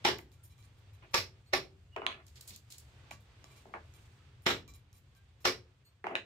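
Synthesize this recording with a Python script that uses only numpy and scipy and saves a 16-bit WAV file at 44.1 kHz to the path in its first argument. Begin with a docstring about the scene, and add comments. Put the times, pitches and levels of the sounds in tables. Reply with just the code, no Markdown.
"""Over far machinery and rustling gloves, a hammer drives a chisel into a stator's copper windings: three blows.
At 2 s it is laid down with bumps and a clap; cut wires crackle, then the lifted chisel taps and two blows follow.
At 6 s more bumps and a clap close the scene; in between the chisel slides and clinks and thin tones squeak.
Contacts are coloured noise (crack, then rattle), steel is ringing resonances, the beds are banded noise;
a small room answers with decaying noise."""
import sys
import numpy as np
from scipy import signal
from scipy.fft import rfft, irfft
from scipy.io import wavfile

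SR = 44100
rng = np.random.default_rng(int(sys.argv[2]) if len(sys.argv) > 2 else 0)


def file_out(sig):
    """Save sig as 16-bit WAV at sys.argv[1]."""
    # one column per channel
    cols = np.atleast_2d(sig).T
    # limit, then scale
    lim = np.clip(cols, -1, 1)
    pcm = np.round(lim * 32767).astype(np.int16)
    wavfile.write(sys.argv[1], SR, pcm)


N = 275625   # samples in the scene

# Far machinery: t/s, rumble level/dB; then its colour: f/Hz, density/dB per Hz
RUMBLE = [(0.0, -58), (0.8, -60.5), (1.9, -60), (2.7, -61.5), (3.1, -58), (3.6, -61), (4.2, -58.5),
          (5.0, -60.5), (5.95, -66), (6.25, -66.5)]
RUMBLE_COLOUR = [(18, -42.5), (30, -18), (58, -2.5), (86, 2), (135, -1), (162, -23), (240, -19),
                 (310, -42.5), (530, -120)]
# Hum lines that each swell once: f/Hz, width/Hz, level/dB, loudest t/s, swell length/s
HUM = [(101, 4, -61, .72, .3), (72, 4, -64.5, 2.3, 0.27), (79, 6.7, -55.5, 3.95, .2),
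       (60, 5, -58.5, 4.65, 0.17)]
# Gloves and tools shifting: t/s, rustle level/dB, steel-on-wire scrape level/dB
RUSTLE = [(0.0, -63.5, -82), (0.3, -73.5, -83), (0.61, -71.5, -80), (1.0, -68, -85.5), (1.76, -74.5, -83.5),
          (2.2, -73.5, -85.5), (2.5, -65.5, -64), (2.63, -71.5, -82), (2.76, -69.5, -70),
          (3.08, -64, -84.5), (3.22, -68.5, -83), (3.36, -65, -83), (3.55, -66, -70.5), (3.81, -69, -82.5),
          (4.02, -66.5, -73.5), (4.3, -68.5, -84), (4.75, -72.5, -93.5), (5.0, -73.5, -85),
          (5.5, -71.5, -86.5), (6.25, -80.5, -90)]
# Rustle colour before its tilt: f/Hz, density/dB per Hz
RUSTLE_COLOUR = [(100, -43), (170, 3.5), (239, -5.5), (279, 9), (522, 2.5), (1760, 1.5), (3000, 1.5),
                 (7340, -13.5), (8070, -7), (9390, -31), (10300, -31.5), (12700, -25.5), (16000, -38.5)]
# Room decay: f/Hz, t60/s
ROOM_DECAY = [(100, 0.52), (260, 0.4), (700, 0.14), (1840, 0.18), (4850, 0.21), (12800, 0.17)]
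# Left-right likeness of diffuse sound: f/Hz, likeness/0..1
DIFFUSE_LIKENESS = [(60, .98), (130, .97), (290, .87), (640, .6), (1410, .1), (3100, .1), (15000, .05)]
# Left-right likeness of near sound: f/Hz, likeness/0..1
NEAR_LIKENESS = [(200, .97), (1000, .75), (2500, .35), (6000, .3), (15000, .3)]
# How late the right port hears near sound: f/Hz, delay/s
LAG = [(300, .00004), (1000, 0.00015), (3000, .0005), (15000, 0.00066)]
# Colour difference of the ports: f/Hz, left over right level/dB
PORTS = [(60, .5), (380, 1.5), (700, 2), (1290, 0), (2380, -2.5), (4400, -4.5), (8120, 0), (15000, 0)]
# Faint thin tones: t/s, f/Hz, level/dB, length/s
SQUEAKS = [(0.365, 1376, -77.5, 0.083), (1.909, 2890, -70, 0.04), (1.939, 2875, -59, 0.028),
           (1.964, 2903, -61.5, .1), (4.17, 1290, -77, 0.11), (5.124, 1581, -77.5, 0.12)]
# The hammer head is brushed: t/s, ring level/dB, tilt/dB per octave
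BRUSHES = [(1.457, -70, -1.5), (5.847, -63.5, -1.5)]
# Hammer-head modes: f/Hz, relative level/dB, t60/s
HAMMER_MODES = [(2860, -14, .12), (4340, 0, .1), (6900, -6, .05), (8250, -3, .12), (12000, -6, .08),
                (13310, -3, .12)]
# Chisel touches or slides on steel: t/s, tick level/dB, slide level/dB, tilt/dB per octave, ring level/dB
TOUCHES = [(0.185, -41, -80, 4.5, -70), (0.3174, -59, -73, -1, -72), (0.4326, -64, -66, 8, -68),
           (0.498, -66, -78, -1.5, -68.5), (0.58, -65, -76, -2, -68), (0.626, -60, -69, -3.5, -70),
           (0.77, -75, -85, -0.5, -75.5), (0.928, -75, -78, -0.5, -71), (3.502, -64, -70.5, -4, -66),
           (3.562, -60, -67.5, -2.5, -65.5), (3.938, -58, -76, 0, -65), (4.7373, -54, -69, 0, -62),
           (4.929, -58, -78, 0, -68.5), (4.955, -68, -70, 2, -70), (5.15, -63, -74, -2, -71),
           (1.11, -68, -78, 4, -74), (4.421, -60, -78, 4, -74), (5.405, -64, -74, 4, -71)]
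# The lifted chisel taps the stator: t/s, tick level/dB, slide level/dB, tilt/dB per octave, ring level/dB
TAPS = [(3.109, -43, -55.5, -5.5, -56.5), (3.4418, -46, -79, -6, -65), (4.678, -51, -63, -2, -60)]
# Colour of touches and taps before tilt: f/Hz, density/dB per Hz
TOUCH_COLOUR = [(1000, -7), (2400, -3), (4000, 1.5), (7300, 7), (9300, -15), (11000, -2.5), (13000, 0.5),
                (16000, -6)]
# Chisel modes while it rests on the work: f/Hz, relative level/dB, t60/s
CHISEL_MODES = [(1140, -8, .07), (2360, -4, .08), (3200, -6, .06), (3970, -4, .08), (5390, -8, .07),
                (7290, -4, .06), (9340, 2, .06), (11400, -12, .06), (12300, -7, .04), (13150, -2, .05)]
# Cut wires snapping free: t/s, crack level/dB, rattle level/dB, tilt/dB per octave
SNAPS = [(2.265, -59.5, -68, 1), (2.28, -61, -75, -4), (2.356, -59, -59, -4), (2.409, -47, -62, 3.5),
         (2.475, -47.5, -50, 4), (2.505, -51, -59.5, -7.5), (2.53, -66, -56.5, -3), (2.56, -48, -66, 1),
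         (2.702, -54, -56, 0.5), (2.721, -46.5, -58.5, -1), (2.743, -59, -68, -6.5),
         (2.781, -47.5, -61, 4.5), (3.204, -69, -75, 8)]
# Colour of snaps before tilt, and of the wire scrape: f/Hz, density/dB per Hz
WIRE_COLOUR = [(1000, -23), (2000, -10), (3000, -2), (4500, 4), (6000, 0), (7400, 5), (9000, -5.5),
               (11800, -3), (16000, -10.5)]
# Dull bumps of tools and stator on the floor, and the knock under the lifted chisel's first tap at 3.11 s: t/s,
# crack level/dB, rattle level/dB, rattle hold/s, tilt/dB per octave
BUMPS = [(0.189, -43.5, -71, 0.026, 2.5), (1.022, -64, -59.5, 0.03, 2), (1.962, -30, -41, 0.022, -1),
         (2.017, -37.5, -47.5, 0.08, -1.5), (2.143, -47, -60.5, 0.066, 2), (3.111, -40, -60, 0.0068, 5.5),
         (3.654, -51, -61, 0.061, -7), (3.738, -34, -43, 0.02, -1), (6.041, -32.5, -42, 0.038, -1),
         (6.067, -29, -47, 0.062, -0.5), (6.109, -39.5, -46.5, 0.059, -4.5)]
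# Bump colour before tilt: f/Hz, density/dB per Hz
BUMP_COLOUR = [(71, -45), (120, -24.5), (402, -0.5), (493, -9), (670, 2), (1140, -6), (1650, -8),
               (1790, -9.5), (2640, -11), (3520, -33), (11800, -49.5), (16000, -55)]
# The hammer handle claps down: t/s, crack level/dB, rattle level/dB, rattle hold/s, tilt/dB per octave
CLAPS = [(2.065, -16.5, -47, 0.064, 3), (6.153, -17, -49.5, 0.025, 1)]
# Clap colour before tilt: f/Hz, density/dB per Hz
CLAP_COLOUR = [(71, -45), (120, -15), (251, -8), (410, -6.5), (789, -11), (1030, 1), (1520, -5.5),
               (2640, -2.5), (4140, -13), (5190, -34), (6370, -32), (16000, -60)]
# Stator modes: f/Hz, relative level/dB, t60/s
STATOR_MODES = [(380, -8, .1), (600, -6, .06), (780, -3, .04), (920, 0, .04), (1150, 0, .04),
                (1300, -2, .04), (2130, -4, .05), (2520, -3, .05), (5400, -8, .2)]
# Hammer on chisel: t/s the edge bites, crack level/dB, rattle level/dB, rattle hold/s after the bite,
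# tilt/dB per octave
BLOWS = [(0.049, -22, -29, 0.04, -1), (1.141, -24, -32, 0.041, 1.5), (1.533, -22, -32.5, 0.025, -1),
         (4.463, -23, -29.5, 0.046, -0.5), (5.451, -21, -28.5, 0.026, 0)]
# Blow colour before tilt: f/Hz, density/dB per Hz
BLOW_COLOUR = [(60, -24), (120, -16), (200, -19), (280, -7), (390, -3.5), (920, -7), (1600, -6), (2500, -6),
               (4000, -7.5), (4700, -10.5), (5400, -7), (6300, -18), (7500, -19.5), (10000, -33.5),
               (11800, -24), (16000, -37)]

EDGES = 25 * 2 ** np.arange(0, 9.7, .4)   # filter bank edges in Hz
CENTRES = np.sqrt(EDGES[1:] * EDGES[:-1])
SPAN = 8192   # samples in one contact
HZ = np.maximum(np.fft.rfftfreq(SPAN, 1 / SR), 10)

RUSTLE_TILT = -.5   # dB per octave
FLOOR_DB, FLOOR_RISE_S, FLOOR_T60_S = -47.5, .04, .6   # FLOOR_DB is the height before rise and decay
ROOM_DB, ROOM_GAP_S = -6.5, 0.0066   # echo level; time over which reflections build up
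BOOM_DB, BOOM_T60_S, BOOM_HZ = -21, 0.56, 900   # a slower, duller part of the echo
SMALL_ROOM_DB = -1   # small sounds close by stir the room less
BRUSH_S, HAMMER_STRUCK_DB = 0.025, -61
SLIDE_S, TAP_S = 0.028, 0.0055
LIFTED_RING = 2.1   # the free chisel rings this many times longer
CHISEL_STRUCK_DB, CHISEL_DRIVEN_S = -43.5, 0.039   # the chisel rings while the blow drives it
BLOW_RING_TILT = -5   # dB per octave: the driven-in edge damps the high modes
SNAP_RATTLE_S = 0.023
STATOR_DB = -30
CRACK_LOW_HZ, CRACK_THIN = 750, 9   # below this the crack loses dB per octave: lows build up later
CRACK_RISE_S = .0008
HANDLE_GIVE_S = .008   # the wooden handle takes up the blow this long before the edge bites
LOW_CUT_HZ, CUTOFF_HZ = 33, 16600
TOP = .3   # ceiling of the soft peak rounding


def from_db(db):
    """Turns dB into amplitude."""
    return 10 ** (np.asarray(db) / 20)


def rms_one(x):
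    """Scales a signal to rms 1."""
    return x / np.sqrt(np.mean(x ** 2) + 1e-20)


def in_time(rows):
    """Draws straight lines in time through each column of a table."""
    s, *columns = np.transpose(rows)
    return [np.interp(np.arange(N) / SR, s, column) for column in columns]


def at_hz(points, hz):
    """Reads a curve at any frequency, straight over log frequency."""
    points = np.array(points)
    return np.interp(np.log(hz), np.log(points[:, 0]), points[:, 1])


def band(x, k):
    """The k-th band of the filter bank."""
    return signal.sosfilt(signal.butter(2, EDGES[k:k + 2], "band", fs=SR, output="sos"), x)


def band_gains(spectrum, tilt):
    """Gains that give unit white noise this spectrum, tilted about 2 kHz, at rms 1."""
    gains = from_db(at_hz(spectrum, CENTRES) + tilt * np.log2(CENTRES / 2000))
    return gains / np.sqrt(np.sum(gains ** 2 * np.diff(EDGES)) / (SR / 2))


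def causal(db):
    """The filter with these dB at HZ that does not ring ahead; unit noise comes out at rms 1."""
    db = db - 10 * np.log10(np.mean(from_db(db) ** 2))
    cepstrum = irfft(db * np.log(10) / 20)
    # folding the cepstrum forward in time makes the filter minimum phase
    cepstrum[1:SPAN // 2] *= 2
    cepstrum[SPAN // 2 + 1:] = 0
    return np.exp(rfft(cepstrum))


def drift(rate):
    """Slow chance: noise at every 40th sample through a double one-pole low-pass; spread 1."""
    r = np.exp(-80 * np.pi * rate / SR)
    noise = rng.standard_normal(N // 40 + 2002)
    slow = signal.lfilter([1], [1, -2 * r, r * r], noise)[2000:]
    return np.interp(np.arange(N) / 40, np.arange(len(slow)), rms_one(slow))


def ring(x, hz, t60):
    """A resonance: a unit click sets a decaying sine of starting height 1 ringing."""
    r, w = from_db(-60 / (t60 * SR)), 2 * np.pi * hz / SR
    return signal.lfilter([0, np.sin(w)], [1, -2 * r * np.cos(w), r * r], x + 1e-18)


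def grit(size, spread_db):
    """Dense small collisions of uneven strength; rms 1."""
    strength = from_db(spread_db * np.minimum(rng.exponential(1, size), 5))
    return rms_one(rng.standard_normal(size) * strength)


def held(length_s, fade_s, rise_s=0.0021):
    """An envelope that rises, stays up until length_s, then dies away."""
    t = np.arange(SPAN) / SR
    return np.minimum(t / rise_s, 1) * np.exp(-np.maximum(t - length_s, 0) / fade_s)


def add(track, s, piece):
    """Lays a piece into a track at s seconds."""
    at = round(s * SR)
    track[..., at:at + piece.shape[-1]] += piece[..., :N - at]


def diffuse(white, k):
    """One band of sound from all sides: the ports grow less alike towards the treble."""
    mid, side = band(white, k)
    alike = np.clip(at_hz(DIFFUSE_LIKENESS, CENTRES[k]), 0, 1)
    return np.sqrt((1 + alike) / 2) * mid + np.sqrt((1 - alike) / 2) * side * [[1], [-1]]


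def contacts(events, spectrum, crack_s, crack_tilt, fade_s, spread_db, ripple_db, rise_s, lead_s=0):
    """A short crack and a rattle of loose parts; each port hears its own share of the many small collisions."""
    out = np.zeros((2, N))
    alike = at_hz(NEAR_LIKENESS, HZ)
    late = np.exp(-2j * np.pi * HZ * at_hz(LAG, HZ))
    octaves = np.log2(np.maximum(HZ, 200) / 2000)
    thin = CRACK_THIN * np.maximum(np.log2(CRACK_LOW_HZ / HZ), 0)
    for s, crack_db, rattle_db, length_s, tilt in events:
        crack = from_db(crack_db) * held(crack_s, crack_s / 2, CRACK_RISE_S)
        rattle = from_db(rattle_db) * held(length_s + lead_s, fade_s, rise_s)
        crack_slope = (tilt + crack_tilt) * octaves - thin
        for at, shape, slope in (s, crack, crack_slope), (s - lead_s, rattle, tilt * octaves):
            # a random ripple every third of an octave
            ripple = np.interp(np.log2(HZ / 100), np.arange(0, 8, 1 / 3), rng.normal(0, ripple_db, 24))
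            colour = causal(at_hz(spectrum, HZ) + slope + ripple)
            left, other = rfft(shape * [grit(SPAN, spread_db), grit(SPAN, spread_db)])
            right = alike * late * left + np.sqrt(1 - alike ** 2) * other
            add(out, at, irfft(colour * [left, right])[:, :SPAN * 7 // 8])
    return out


def steel(modes, strokes, luck_db):
    """Noise strokes (s, dB, length s, tilt) drive every mode of one piece of steel, each with chance strength."""
    out = 0
    pieces = [rng.standard_normal(SPAN) * held(length_s, 0.0027) for _, _, length_s, _ in strokes]
    chance = rng.normal(0, luck_db, (len(strokes), len(modes)))
    for k, (hz, mode_db, t60) in enumerate(modes):
        drive = np.zeros(N)
        for (s, db, _, tilt), piece, luck in zip(strokes, pieces, chance):
            # the dB set the height of the ring, however long the stroke
            reached = np.abs(ring(piece, hz, t60)).max()
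            height_db = db + mode_db + tilt * np.log2(hz / 5000) + luck[k]
            add(drive, s, piece * from_db(height_db) / reached)
        at_right = np.roll(drive, round(at_hz(LAG, hz) * SR))
        out = out + ring(np.array([drive, at_right]), hz, t60)
    return out


def floor_shake():
    """Power of the low rumble that builds up in the floor after each blow and dies away."""
    since = np.maximum(np.arange(N) / SR - np.array(BLOWS)[:, :1], 0)
    shape = (1 - np.exp(-since / FLOOR_RISE_S)) * from_db(FLOOR_DB - 60 * since / FLOOR_T60_S)
    return np.sum(shape ** 2, axis=0)


def background():
    """Rustle and wire scrape flicker in patches over machinery and floor rumble, all as diffuse noise bands."""
    rustle_db, scrape_db = in_time(RUSTLE)
    rumble = np.sqrt(from_db(in_time(RUMBLE)[0]) ** 2 + floor_shake())
    white = rng.standard_normal((2, 2, N))
    together = drift(11)   # shared by all rustle bands
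    scrape = from_db(scrape_db + 1.2 * drift(40))
    rustle_gains = band_gains(RUSTLE_COLOUR, RUSTLE_TILT)
    scrape_gains = band_gains(WIRE_COLOUR, 0)
    rumble_gains = band_gains(RUMBLE_COLOUR, 0)
    out = 0
    for k in range(len(CENTRES)):
        rustle = from_db(rustle_db + 0.92 * together + 0.47 * drift(7.9))
        power = (rustle_gains[k] * rustle) ** 2
        power = power + (scrape_gains[k] * scrape) ** 2 + (rumble_gains[k] * rumble) ** 2
        out = out + diffuse(white[k % 2], k) * np.sqrt(power)
    return out


def hum():
    """Narrow low lines of the machinery: noise through resonances, each swelling and fading."""
    t, white = np.arange(N) / SR, rng.standard_normal(N)
    out = np.zeros(N)
    for hz, width, db, s, length_s in HUM:
        swell = from_db(db) * np.exp(-((t - s) / length_s) ** 2)
        t60 = np.log(1000) / np.pi / width
        out += swell * rms_one(ring(white, hz, t60))
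    return out


def room(x):
    """Dense reflections that die band by band, with a slower boom under them."""
    t, white = np.arange(SR // 2) / SR, rng.standard_normal((2, 2, SR // 2))
    boom = from_db(BOOM_DB - 60 * t / BOOM_T60_S)
    tail = 0
    for k, hz in enumerate(CENTRES):
        decay = from_db(-60 * t / at_hz(ROOM_DECAY, hz))
        tail = tail + diffuse(white[k % 2], k) * (decay + boom / (1 + (hz / BOOM_HZ) ** 2))
    tail *= np.clip(t / ROOM_GAP_S, 0, 1) ** 2
    tail /= np.sqrt(np.sum(tail ** 2) / 2)
    return signal.fftconvolve(x[None], tail, axes=1)[:, :N]


def squeaks():
    """Short, rough tones: noise through a narrow resonance."""
    out = np.zeros(N)
    for s, hz, db, length_s in SQUEAKS:
        t = np.arange(round(length_s * SR)) / SR
        tone = rms_one(ring(rng.standard_normal(SPAN), hz, .3))[-len(t):]
        add(out, s, from_db(db) * np.sin(np.pi * t / length_s) * tone)
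    return out


def hammer_ring():
    """The hammer head rings faintly when brushed and at every blow."""
    strokes = [(s, db, BRUSH_S, tilt) for s, db, tilt in BRUSHES]
    strokes += [(row[0], HAMMER_STRUCK_DB, .003, 3.0) for row in BLOWS]
    return steel(HAMMER_MODES, strokes, luck_db=1.5)


def wire_snaps():
    """Cut wires snap free: bright cracks with a brief rattle."""
    snaps = [(s, crack_db, rattle_db, SNAP_RATTLE_S, tilt) for s, crack_db, rattle_db, tilt in SNAPS]
    return contacts(snaps, WIRE_COLOUR, crack_s=0.0038, crack_tilt=1.5, fade_s=0.0096,
                    spread_db=-1.0, ripple_db=2.0, rise_s=.004)


def chisel_touches():
    """The chisel touches, slides or taps: a tick, then a soft slide on steel."""
    slides = [(s, tick_db, slide_db, SLIDE_S, tilt) for s, tick_db, slide_db, tilt, _ in TOUCHES + TAPS]
    return contacts(slides, TOUCH_COLOUR, crack_s=0.0011, crack_tilt=0.4, fade_s=0.0089,
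                    spread_db=1.0, ripple_db=2.5, rise_s=.009)


def chisel_ring():
    """Touches and blows ring the chisel briefly; lifted for a tap, it rings longer."""
    strokes = [(s, ring_db, SLIDE_S, tilt) for s, _, _, tilt, ring_db in TOUCHES]
    strokes += [(row[0], CHISEL_STRUCK_DB, CHISEL_DRIVEN_S, BLOW_RING_TILT) for row in BLOWS]
    lifted_modes = [(hz, db, t60 * LIFTED_RING) for hz, db, t60 in CHISEL_MODES]
    taps = [(s, ring_db, TAP_S, tilt) for s, _, _, tilt, ring_db in TAPS]
    return steel(CHISEL_MODES, strokes, luck_db=1.5) + steel(lifted_modes, taps, luck_db=1.2)


def floor_bumps():
    """Tools and stator bump dully on the floor; the lifted chisel's first tap knocks the same way."""
    return contacts(BUMPS, BUMP_COLOUR, crack_s=0.0026, crack_tilt=0.73, fade_s=0.014,
                    spread_db=1.5, ripple_db=3.5, rise_s=0.0036)


def handle_claps():
    """The hammer handle claps down: a very short crack far above its rattle."""
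    return contacts(CLAPS, CLAP_COLOUR, crack_s=0.0012, crack_tilt=1.3, fade_s=0.0065,
                    spread_db=4.0, ripple_db=0.0, rise_s=0.0036)


def stator_ring():
    """Each blow sets the modes of the stator ringing."""
    return steel(STATOR_MODES, [(row[0], STATOR_DB, .006, 0) for row in BLOWS], luck_db=2.5)


def hammer_blows():
    """The blow cracks as the edge bites; the rattle starts just before, as the handle takes up the blow."""
    return contacts(BLOWS, BLOW_COLOUR, crack_s=0.006, crack_tilt=-.5, fade_s=0.023,
                    spread_db=4.0, ripple_db=2.5, rise_s=.02, lead_s=HANDLE_GIVE_S)


def scene():
    """Small close sounds and heavy strokes, the room's answer to both, and the beds beneath."""
    small = squeaks() + hammer_ring() + wire_snaps() + chisel_touches() + chisel_ring()
    heavy = floor_bumps() + handle_claps() + stator_ring() + hammer_blows()
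    echo = from_db(ROOM_DB) * room(heavy[0] + from_db(SMALL_ROOM_DB) * small[0])
    return background() + hum() + echo + small + heavy


def record(dry):
    """The two ports differ in colour, the deepest bass is lost, the loudest peaks are rounded, the top is cut."""
    hz = np.maximum(np.fft.rfftfreq(N, 1 / SR), 1)
    port_gains = from_db(at_hz(PORTS, hz) / 2 * [[1], [-1]])
    coloured = irfft(rfft(dry) * port_gains, N)
    coloured = signal.sosfilt(signal.butter(2, LOW_CUT_HZ, "high", fs=SR, output="sos"), coloured)
    rounded = TOP * np.tanh(coloured / TOP)
    return signal.sosfilt(signal.cheby2(14, 70, CUTOFF_HZ, fs=SR, output="sos"), rounded)


dry = scene()
out = record(dry)
file_out(out)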